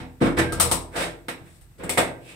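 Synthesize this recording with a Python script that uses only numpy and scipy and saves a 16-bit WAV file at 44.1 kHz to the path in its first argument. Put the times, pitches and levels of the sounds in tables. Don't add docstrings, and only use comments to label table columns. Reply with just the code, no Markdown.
import sys
import numpy as np
from scipy import signal
from scipy.fft import rfft, irfft
from scipy.io import wavfile
from scipy.ndimage import uniform_filter1d

SR = 44100
rng = np.random.default_rng(int(sys.argv[2]) if len(sys.argv) > 2 else 0)


def inscribe(sig):
    pcm = np.round(np.clip(np.atleast_2d(sig).T, -1, 1) * 32767)
    wavfile.write(sys.argv[1], SR, pcm.astype(np.int16))


N = 103635

SECOND_DOOR_S, CRACK_S = 1.7, 0.04
# boom, body, knock, clack, snap, click (centre [Hz])
COLOUR_BANDS_HZ = [70, 270, 600, 1900, 4500, 11000]
# (time [s], seating time [s], crack boost [dB], resonance [Hz], resonance boost [dB],
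#   boom [dB], body [dB], knock [dB], clack [dB], snap [dB], click [dB])
DOOR_HITS = [ (0.001, 0.00067, 0.5, 870, 9.5, -39, -40.5, -54, -42.5, -50, -62.5),
             (0.212, 0.0076, 9, 290, -1.5, -41, -15, -28.5, -38, -44.5, -56),
             (0.253, 0.0075, 4.5, 294, 12, -32, -26.5, -30.5, -48, -69, -66),
             (0.373, 0.012, 6.5, 335, 14.5, -36, -35.5, -32.5, -25, -58, -54),
             (0.385, 0.0014, 6.5, 1920, 8.5, -32.5, -56, -42, -40, -38.5, -44),
             (0.522, 0.00041, 4.5, 1300, 19, -37, -42.5, -41, -52.5, -40, -39.5),
             (0.560, .010, 5, 69, -2.5, -30.5, -44, -44, -64, -64, -70),
             (0.598, 0.00136, -0.5, 1200, 12, -31.5, -39, -26, -29, -20, -16),
             (0.713, 0.00074, 2.5, 1026, 13.5, -34.5, -32.5, -31, -35, -26.5, -23.5),
             (0.957, 0.0059, 2.5, 660, 6.5, -45, -41, -34, -34, -34.5, -41.5),
             (1.283, 0.00042, 3, 13200, 8.5, -61, -38, -38, -32, -41, -46),
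             (1.402, 0.0059, 6.5, 131.3, 1, -49.5, -51, -69, -64, -74, -82),
             (1.611, .0005, 2.5, 11960, 6, -42, -84, -67, -69, -66, -62.5),
             (1.779, 0.0071, 2.5, 478, 6, -49, -54, -59, -68, -59, -64),
             (1.835, 0.00085, 5.5, 7840, 5, -43, -47, -41, -47, -57, -52),
             (1.893, 0.00084, 1.5, 2270, 10.5, -71, -40, -33, -40, -32.5, -28.5),
             (1.973, 0.0046, 3, 650, 8.5, -36, -27, -24, -18.5, -28, -27)]
def knocks(first_door, second_door):
    out, t = np.zeros((2, N)), np.arange(RING_SAMPLES) / SR
    for start, seating, crack_db, own_hz, boost_db, *colour_db in DOOR_HITS:
        place = first_door if start < SECOND_DOOR_S else second_door
        attack = 1 - np.exp(-t / seating)
        crack = from_db(crack_db * np.exp(-(t / CRACK_S) ** 2))
        add(out, start, contact_ring(place, own_hz, boost_db, colour_db) * attack * crack)
    return out


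SLIPS_PER_S, SLIP_SPREAD_DB, SCRAPE_RELEASE_S = 1500, 4.5, 0.0078
# (time [s], swell [s], hold [s], resonance [Hz], resonance boost [dB],
#   boom [dB], body [dB], knock [dB], clack [dB], snap [dB], click [dB])
TRACK_STROKES = [ (0.000, 0.016, 0.01, 790, 14.6, -53, -36.5, -47, -44.5, -62, -70),
                 (0.202, 0.0029, 0.061, 1196, 9, -35.5, -33.5, -34, -29.5, -41.5, -48),
                 (0.362, 0.0083, 0.025, 1900, 2.5, -31.5, -25.5, -26, -23.5, -32, -41),
                 (0.440, 0.12, 0.109, 124.5, 4.2, -35.5, -44, -36, -45, -48, -64),
                 (0.890, 0.075, 0.019, 1500, 3.8, -60, -39, -32, -34, -45.5, -45),
                 (0.945, 0.026, 0.059, 674, 6.1, -43, -38, -34.5, -29.5, -34.5, -39),
                 (1.420, 0.031, 0.025, 2060, 4, -52, -67, -64, -55, -64.5, -61),
                 (1.451, 0.048, 0.065, 130, 2, -56.5, -73, -70, -71, -63.5, -63),
                 (1.768, 0.035, 0.12, 454, 11.2, -46.5, -44, -46.5, -41, -59, -70),
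                 (2.139, 0.14, 0.041, 2570, 10.7, -76, -55.5, -55.5, -54.5, -54, -56.5)]
def scrapes(places):
    out, t = np.zeros((2, N)), np.arange(SR // 2) / SR
    for start, swell, hold, own_hz, boost_db, *colour_db in TRACK_STROKES:
        release = np.exp(-np.maximum(t - swell - hold, 0) / SCRAPE_RELEASE_S)
        stroke = np.minimum(t / swell, 1) ** 2 * release
        for place in places:
            slipping = rng.random(len(t)) < SLIPS_PER_S / len(places) / SR
            strength = from_db(SLIP_SPREAD_DB * rng.standard_normal(len(t)))
            slips = slipping * strength * rng.choice([-1, 1], len(t))
            slips /= np.sqrt(np.mean(slips ** 2) * .03 * SR * len(places))
            ring = contact_ring(place, own_hz, boost_db, colour_db)
            add(out, start, signal.fftconvolve(ring, (slips * stroke)[None], axes=1))
    return out


def contact_ring(place, own_hz, boost_db, colour_db):
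    hz, layers = place
    gains = from_db(np.interp(np.log(hz), np.log(COLOUR_BANDS_HZ), colour_db))
    return bell_eq(np.tensordot(gains, layers, 1), [(own_hz, boost_db, 2.47)])


RING_SAMPLES, BUILD_S = int(1.2 * SR), 0.00026
EDGES_HZ = 31 * 2 ** np.arange(0, 9.1, .5)
CENTRES_HZ = np.sqrt(EDGES_HZ[1:] * EDGES_HZ[:-1])
# (frequency [Hz], relative level [dB], t60 [s], stereo likeness [0-1])
CABIN_WASH = [(40, -24.5, 1, 1), (130, -3.5, 0.61, 0.67), (273, -5, 0.41, 0.9), (510, -4, 0.6, 0.7),
              (1011, -2.5, 0.37, 0), (1890, -2, 0.35, 0), (3330, 0, 0.3, 0), (6290, -6.5, 0.27, 0),
              (8900, 1, 0.26, 0), (15600, -6.5, 0.2, 0.21)]
# (pitch [Hz], relative level [dB], t60 [s])
CABIN_MODES = [(48.5, -10.5, 1.42), (83.9, -3, 0.65), (124.7, -7.5, 1), (169.2, -5.5, 0.63),
               (194.8, -5, 0.34), (256.2, -5.5, 0.6), (284.7, -13, 0.77), (329.4, -8.5, 0.63),
               (345, -14.5, 0.99), (398, -13.5, 0.66), (483.4, -6, 0.52), (544, -4.5, 0.26),
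               (592, -12.5, 0.37), (655.5, -12.5, 0.2), (722.5, -10, 0.32), (906, -14.5, 0.35),
               (1217, -16, .38), (1586, -18.5, 0.58), (2198, -14, 0.35), (2460, -31, 0.13),
               (8330, -24.5, 0.43), (8660, -25, 0.15)]
def cabin():
    t, layers = np.arange(RING_SAMPLES) / SR, []
    build = 1 - np.exp(-t / BUILD_S)
    for low, high, hz in zip(EDGES_HZ, EDGES_HZ[1:], CENTRES_HZ):
        envelope = build * from_db(-60 * t / at_hz(CABIN_WASH, hz, column=2))
        wash = bunch_modes(band_noise(low, high, RING_SAMPLES)) * envelope
        trim = np.sqrt(.5 * np.mean(envelope ** 2) / np.mean(wash ** 2))
        layers.append(wash * trim * from_db(at_hz(CABIN_WASH, hz)))
    for hz, db, t60 in CABIN_MODES:
        right_shift = np.array([[0], [1]]) * np.arccos(at_hz(CABIN_WASH, hz, column=3))
        phase = rng.uniform(0, 2 * np.pi) + right_shift * rng.choice([-1, 1])
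        envelope = build * from_db(db - 60 * t / t60)
        layers.append(np.sqrt(2) * envelope * np.sin(2 * np.pi * hz * t + phase))
    return np.r_[CENTRES_HZ, [mode[0] for mode in CABIN_MODES]], np.array(layers)


def bunch_modes(wash, width_hz=173.4, depth_db=1.5):
    spectrum, size = rfft(wash), wash.shape[-1]
    ripple = uniform_filter1d(rng.standard_normal(spectrum.shape), size=int(width_hz * size / SR))
    return irfft(spectrum * from_db(depth_db * ripple / ripple.std()), size)


# (time [s], swell [s], time to fade by 20 dB [s], pitch [Hz], level [dB])
PIVOT_SQUEAKS = [(0.40, 0.12, 0.19, 1594, -38.5), (0.58, 0.1, 0.038, 483, -28.5)]
def squeaks(waver_depth=0.0068):
    out, t = np.zeros((2, N)), np.arange(SR // 2) / SR
    for start, swell, fade, hz, db in PIVOT_SQUEAKS:
        waver = uniform_filter1d(rng.standard_normal(len(t)), size=400)
        phase = 2 * np.pi * np.cumsum(hz * (1 + waver_depth * waver / waver.std())) / SR
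        envelope = np.minimum(t / swell, 1) * from_db(db - 20 * np.maximum(t - swell, 0) / fade)
        add(out, start, np.sqrt(2) * envelope * np.sin(phase))
    return out


# (pitch [Hz], level [dB], t60 [s])
FITTING_MODES = [(6230, -36.5, 0.17), (7780, -42, 0.19), (9570, -38.5, 0.26), (11080, -32, .17),
                 (11600, -43, 0.25)]
def jingle(start=0.386, right_db=-15):
    out, t = np.zeros((2, N)), np.arange(SR // 2) / SR
    ring = sum(from_db(db - 60 * t / t60) * np.sin(2 * np.pi * hz * t) for hz, db, t60 in FITTING_MODES)
    add(out, start, np.array([ring, from_db(right_db) * ring]))
    return out


# (frequency [Hz], level in one octave [dB])
SHAFT_TONE = [(40, -80), (120, -53), (250, -68), (600, -71), (2000, -70), (5000, -75), (10000, -74.5),
              (16000, -65)]
def shaft_air():
    return sum(np.sqrt(.5) * from_db(at_hz(SHAFT_TONE, hz)) * band_noise(low, high, N)
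               for low, high, hz in zip(EDGES_HZ, EDGES_HZ[1:], CENTRES_HZ))


def band_noise(low, high, size):
    sos = signal.butter(3, [low, high], "band", fs=SR, output="sos")
    mid, side = signal.sosfilt(sos, rng.standard_normal((2, size + SR // 4)))[:, -size:]
    likeness = at_hz(CABIN_WASH, np.sqrt(low * high), column=3)
    noise = np.sqrt(1 + likeness) * mid + np.sqrt(1 - likeness) * side * np.array([[1], [-1]])
    return noise / noise.std()


def bell_eq(x, bells):
    for hz, db, q in bells:
        angle, gain = 2 * np.pi * hz / SR, from_db(db / 2)
        width, tuning = np.sin(angle) / (2 * q), -2 * np.cos(angle)
        zeros = [1 + width * gain, tuning, 1 - width * gain]
        poles = [1 + width / gain, tuning, 1 - width / gain]
        x = signal.lfilter(zeros, poles, x)
    return x


def from_db(db):
    return 10 ** (np.asarray(db) / 20)


def at_hz(rows, hz, column=1):
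    rows = np.array(rows)
    return np.interp(np.log(hz), np.log(rows[:, 0]), rows[:, column])


def add(out, start, sound):
    i = int(start * SR)
    out[:, i:i + sound.shape[-1]] += sound[..., :N - i]


def scene():
    doors = knocks(cabin(), cabin()) + scrapes([cabin(), cabin(), cabin()])
    return doors + jingle() + squeaks() + shaft_air()


# (frequency [Hz], gain [dB], sharpness [Q])
LEFT_PORT_EQ = [(2200, -1.5, 0.82), (8214, 15, 2.7), (12100, 5, 7.2), (12500, 3, 13)]
RIGHT_PORT_EQ = [(2000, 4, 2.9), (5700, 8, 0.97), (8340, -27.5, 2.9), (13000, -7, 5.9)]
CUTOFF_HZ = 15700
def record(dry):
    coloured = np.array([bell_eq(dry[0], LEFT_PORT_EQ), bell_eq(dry[1], RIGHT_PORT_EQ)])
    rounded = 2 * np.tanh(coloured / 2)
    return signal.sosfilt(signal.ellip(10, .2, 80, CUTOFF_HZ, fs=SR, output="sos"), rounded)


dry = scene()
out = record(dry)
inscribe(out)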